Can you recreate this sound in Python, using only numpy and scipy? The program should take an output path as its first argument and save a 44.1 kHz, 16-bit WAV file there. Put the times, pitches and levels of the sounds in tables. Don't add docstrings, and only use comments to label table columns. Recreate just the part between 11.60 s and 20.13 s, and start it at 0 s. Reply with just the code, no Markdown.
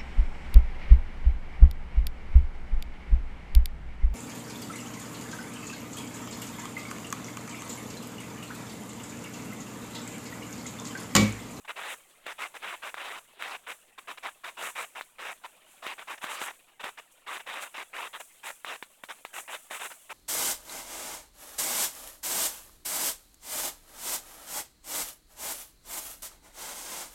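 import sys
import numpy as np
from scipy import signal
from scipy.fft import rfft, irfft, next_fast_len
from scipy.io import wavfile
from scipy.ndimage import uniform_filter1d

SR = 44100
rng = np.random.default_rng(int(sys.argv[2]) if len(sys.argv) > 2 else 0)


def waveform_to_disk(signal):
    frames = np.transpose(np.atleast_2d(signal))
    scaled = np.clip(frames, -1, 1) * 32767
    samples = np.round(scaled).astype(np.int16)
    wavfile.write(sys.argv[1], SR, samples)


N = 376173

# (frequency [Hz], relative level [dB])
NIGHT_EQ = [(10, 14.5), (30, -17), (60, -22), (120, -7.5), (300, -12.5), (1000, -27), (4000, -41)]
BED_EQ = [(60, -31), (200, -2.5), (450, 1), (900, 0), (1700, -1), (2700, 3), (3600, 0), (4500, -9),
          (8000, -32)]
HISS_EQ = [(2000, -19), (5000, -14.5), (6300, -6), (7800, -0.5), (9200, -0.5), (12000, -5), (16500, -10.5)]
FIZZ_EQ = [(2000, -25.5), (4800, -20.5), (6000, -3.5), (7700, 3), (9200, 0), (12000, -4.5), (16500, -14)]
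POP_EQ = [(60, -21), (200, -7.5), (500, -2), (1000, 0.5), (2000, 0), (2900, -6), (3700, -6), (4300, -32),
          (6000, -31), (8000, -25), (16000, -27)]
CRACKLE_EQ = [(60, -51), (150, -24), (300, -11.5), (520, -3), (850, 1.5), (1500, 0.5), (2700, 0),
              (3200, -5.5), (3800, -6), (4300, -17), (5500, -17.5), (12000, -36)]
# (time [s], gain [dB])
BED_RIDE = [(0, -61.5), (1.0, -60.5), (2.2, -62), (3.4, -62.5), (4.2, -59), (5.0, -64.5), (6.2, -60),
            (7.3, -66), (7.8, -59), (8.4, -63)]
HISS_RIDE = [(0, -1), (1.2, .5), (2.3, -1.5), (3.4, -0.5), (4.3, 0), (5.5, -3.5), (6.7, 3), (7.3, 0.5),
             (8.4, 5.5)]
# (start [s], length [s], level [dB])
SURGE_CUES = [(0.0, 0.028, -68), (0.26, 0.091, -49.5), (0.48, .05, -66), (0.8, 0.046, -53),
              (2.08, 0.046, -51.5), (2.99, 0.13, -45.5), (3.155, 0.096, -47.5), (3.68, 0.051, -62),
              (4.06, .15, -66.5), (4.505, .03, -56), (4.62, 0.035, -48.5), (4.69, 0.079, -46.5),
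              (4.8, 0.074, -43.5), (5.515, 0.015, -60), (5.725, .045, -50), (6.005, .045, -47.5),
              (6.38, 0.1, -61), (6.6, 0.015, -47), (6.84, 0.071, -47), (7.735, 0.087, -46),
              (7.9, 0.062, -49), (8.105, 0.077, -46), (8.19, .11, -47)]
# (time [s], level [dB], gap between the two clicks [ms])
POP_CUES = [(0.6658, -24, 0.95), (1.343, -22.5, 0.35), (1.824, -20, 0.22), (3.4108, -22.5, 0.34),
            (4.2665, -20, 1.2), (4.6416, -18.5, 2.21), (4.816, -19.5, 1.63), (5.2413, -21, 2.4),
            (7.0472, -22.5, 0.32), (7.226, -23.5, 1.52), (7.4369, -25.5, 2.4), (7.6506, -23, 0.62),
            (8.11, -24, 0.68)]
# (start [s], length [s], level [dB])
SPURT_CUES = [(0.052, .005, -45), (0.082, 0.034, -38.5), (0.164, 0.18, -38.5), (0.662, 0.065, -40.5),
              (0.786, 0.086, -38.5), (0.945, 0.028, -40.5), (1.025, 0.13, -39.5), (1.226, 0.075, -39),
              (1.371, 0.22, -40), (1.796, 0.17, -40), (2.071, 0.055, -38.5), (2.383, 0.0096, -39.5),
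              (2.478, 0.043, -38), (2.579, 0.0047, -39.5), (2.632, .06, -38.5), (2.841, 0.058, -39),
              (2.974, 0.13, -38.5), (3.156, .091, -38), (3.356, .041, -39.5), (3.589, 0.14, -40),
              (3.841, 0.021, -42), (4.226, 0.11, -40.5), (4.384, 0.022, -42.5), (4.414, 0.016, -42.5),
              (4.478, 0.069, -39), (4.58, .006, -45), (4.616, 0.154, -40), (4.771, .141, -40),
              (5.2, 0.021, -40), (5.234, 0.064, -38.5), (5.379, .022, -42), (5.669, 0.11, -38.5),
              (5.798, 0.014, -43.5), (5.868, .18, -39), (6.054, 0.024, -46), (6.145, .086, -39.5),
              (6.337, 0.14, -38.5), (6.534, .039, -40.5), (6.602, 0.012, -42.5), (6.837, 0.074, -40),
              (7.063, .099, -38.5), (7.491, 0.03, -38), (7.737, 0.066, -41.5), (7.882, 0.082, -39.5),
              (8.106, 0.074, -40.5), (8.199, 0.073, -38.5), (8.306, 0.021, -41.5), (8.498, 0.047, -39.5)]


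def from_db(db):
    return 10 ** (np.asarray(db) / 20)


def rms_one(x):
    return x / np.sqrt(np.mean(x ** 2) + 1e-20)


def ride(points):
    return np.interp(np.arange(N) / SR, *np.transpose(points))


def lag(x, seconds):
    pole = np.exp(-1 / (seconds * SR))
    return signal.lfilter([1 - pole], [1, -pole], x + 1e-18)


def soften(x, seconds):
    return uniform_filter1d(x, int(seconds * SR))


def drift(rate_hz):
    knots = rng.standard_normal(int(rate_hz * N / SR) + 2)
    return rms_one(np.interp(np.arange(N) * rate_hz / SR, np.arange(len(knots)), knots))


def response(eq, size=2048):
    hz, db = np.transpose(eq)
    bin_hz = np.maximum(np.arange(size // 2 + 1) * SR / size, 1)
    gain = from_db(np.interp(np.log(bin_hz), np.log(hz), db))
    cepstrum = irfft(np.log(gain))
    cepstrum[1:size // 2] *= 2
    cepstrum[size // 2 + 1:] = 0
    return irfft(np.exp(rfft(cepstrum)))[:size // 2]


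def coloured(x, eq):
    return rms_one(signal.fftconvolve(x, response(eq))[:N])


def clicks(per_s, spread_db):
    born = rng.random(N) < per_s / SR
    sizes = from_db(spread_db * np.clip(rng.standard_normal(N), -2, 2))
    return born * sizes * rng.choice([-1, 1], N)


def rings(hits, low_hz, high_hz, t60_s, count=24):
    out, resonator = np.zeros(N), rng.integers(0, count, N)
    radius = from_db(-60 / (t60_s * SR))
    for k, hz in enumerate(np.geomspace(low_hz, high_hz, count)):
        feedback = [1, -2 * radius * np.cos(2 * np.pi * hz / SR), radius ** 2]
        out += signal.lfilter([1, -1], feedback, hits * (resonator == k) + 1e-18)
    return rms_one(out)


def wavering(x, depth_db, rate_hz):
    size = next_fast_len(N, True)
    out, below, spectrum = 0, 0, rfft(x, size)
    hz = np.arange(len(spectrum)) * SR / size
    for edge_hz in [*np.geomspace(250, 5000, 14), np.inf]:
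        low_pass = 1 / (1 + (hz / edge_hz) ** 24)
        band = irfft(spectrum * (low_pass - below), size)[:N]
        out += band * from_db(depth_db * drift(rate_hz))
        below = low_pass
    return out


def bursts(cues, swell):
    power = np.zeros(N)
    for start, length, db in cues:
        span = np.arange(int(start * SR), min(int((start + length) * SR), N))
        arch = 2 * np.sin(np.linspace(0, np.pi, len(span))) ** 2
        power[span] += from_db(db) ** 2 * (1 - swell + swell * arch)
    return power


def with_tail(power, edge_s, tail_s, tail_db):
    tail = from_db(tail_db) ** 2 * lag(power, tail_s)
    return np.sqrt(np.maximum(soften(power, edge_s) + tail, 0))


def night_air(level_db=-76):
    return from_db(level_db) * coloured(rng.standard_normal(N), NIGHT_EQ)


def rasp_bed(rasp_db=-3.5, ticks_db=-6.0):
    rasp = wavering(clicks(per_s=4000, spread_db=-0.5), depth_db=2.0, rate_hz=32)
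    rasp *= from_db(2.7 * drift(45))
    ticks = rings(clicks(per_s=200, spread_db=2.5), low_hz=520, high_hz=3400, t60_s=0.05)
    bed = from_db(rasp_db) * coloured(rasp, BED_EQ)
    bed += from_db(ticks_db) * coloured(ticks, BED_EQ)
    return from_db(ride(BED_RIDE)) * bed


def fizz_envelope(attack_s=0.008, spurt_send_db=-16, pop_fizz_s=0.0075, pop_fizz_db=-55):
    power = lag(bursts(SPURT_CUES, swell=0.24), attack_s) * from_db(spurt_send_db) ** 2
    power += bursts(SURGE_CUES, swell=0.71)
    power += bursts([(time, pop_fizz_s, pop_fizz_db) for time, *_ in POP_CUES], swell=0)
    return soften(with_tail(power, edge_s=0.0065, tail_s=0.016, tail_db=-5), seconds=0.01)


def hiss(drive, base_db=-57.5, pivot_db=-51, follow=0.43, fall_db_per_s=53, floor_db=-72.5):
    renewed_db = base_db + follow * (20 * np.log10(drive + 1e-9) - pivot_db)
    fall_db = fall_db_per_s * np.arange(N) / SR
    sinking = from_db(np.maximum.accumulate(renewed_db + fall_db) - fall_db)
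    envelope = np.hypot(soften(sinking, seconds=0.0099), from_db(floor_db))
    flicker_db = 1.05 * drift(60)
    grains = coloured(clicks(per_s=12000, spread_db=3.0), HISS_EQ)
    return envelope * from_db(ride(HISS_RIDE) + flicker_db) * grains


def fizz(drive, trim_db=-1.54, flicker_db=1.0):
    gain = from_db(trim_db + flicker_db * drift(70))
    return gain * drive * coloured(clicks(per_s=14000, spread_db=9.5), FIZZ_EQ)


def pops(tail_s=0.0056, tail_attack_s=0.0021, tail_db=-20):
    pairs, power = np.zeros(N), np.zeros(N)
    for time, db, gap_ms in POP_CUES:
        at = int(time * SR)
        pairs[at] += from_db(db)
        pairs[at + int(gap_ms * SR / 1000)] -= from_db(db)
        power[at] = from_db(db) ** 2
    shape = response(POP_EQ)
    transient = signal.fftconvolve(pairs, shape / np.abs(shape).max())[:N]
    scatter = rings(clicks(per_s=3000, spread_db=-2.5), low_hz=900, high_hz=4150, t60_s=0.0069)
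    tail_power = lag(lag(power, tail_s), tail_attack_s) * tail_s * SR
    return transient + from_db(tail_db) * scatter * np.sqrt(tail_power)


def crackle(ringing_db=-5.0, surge_send_db=1):
    power = bursts(SPURT_CUES, swell=0.26)
    power += (power > 0) * from_db(surge_send_db) ** 2 * bursts(SURGE_CUES, swell=1.0)
    clumps = from_db(1.5 * drift(170))
    snaps = wavering(clicks(per_s=4200, spread_db=2.5) * clumps, depth_db=2.5, rate_hz=35)
    ringing = rings(clicks(per_s=500, spread_db=2.5), low_hz=897, high_hz=3900, t60_s=0.033)
    rasp = coloured(snaps, CRACKLE_EQ) + from_db(ringing_db) * coloured(ringing, CRACKLE_EQ)
    return rms_one(rasp) * with_tail(power, edge_s=0.011, tail_s=0.011, tail_db=-12.5)


def scene():
    drive = fizz_envelope()
    return (night_air() + crackle() + fizz(drive) + hiss(drive) + pops() + rasp_bed())[None]


def record(dry):
    return signal.sosfilt(signal.ellip(12, 0.2, 70, 17000, fs=SR, output="sos"), dry)


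dry = scene()
out = record(dry)
waveform_to_disk(out)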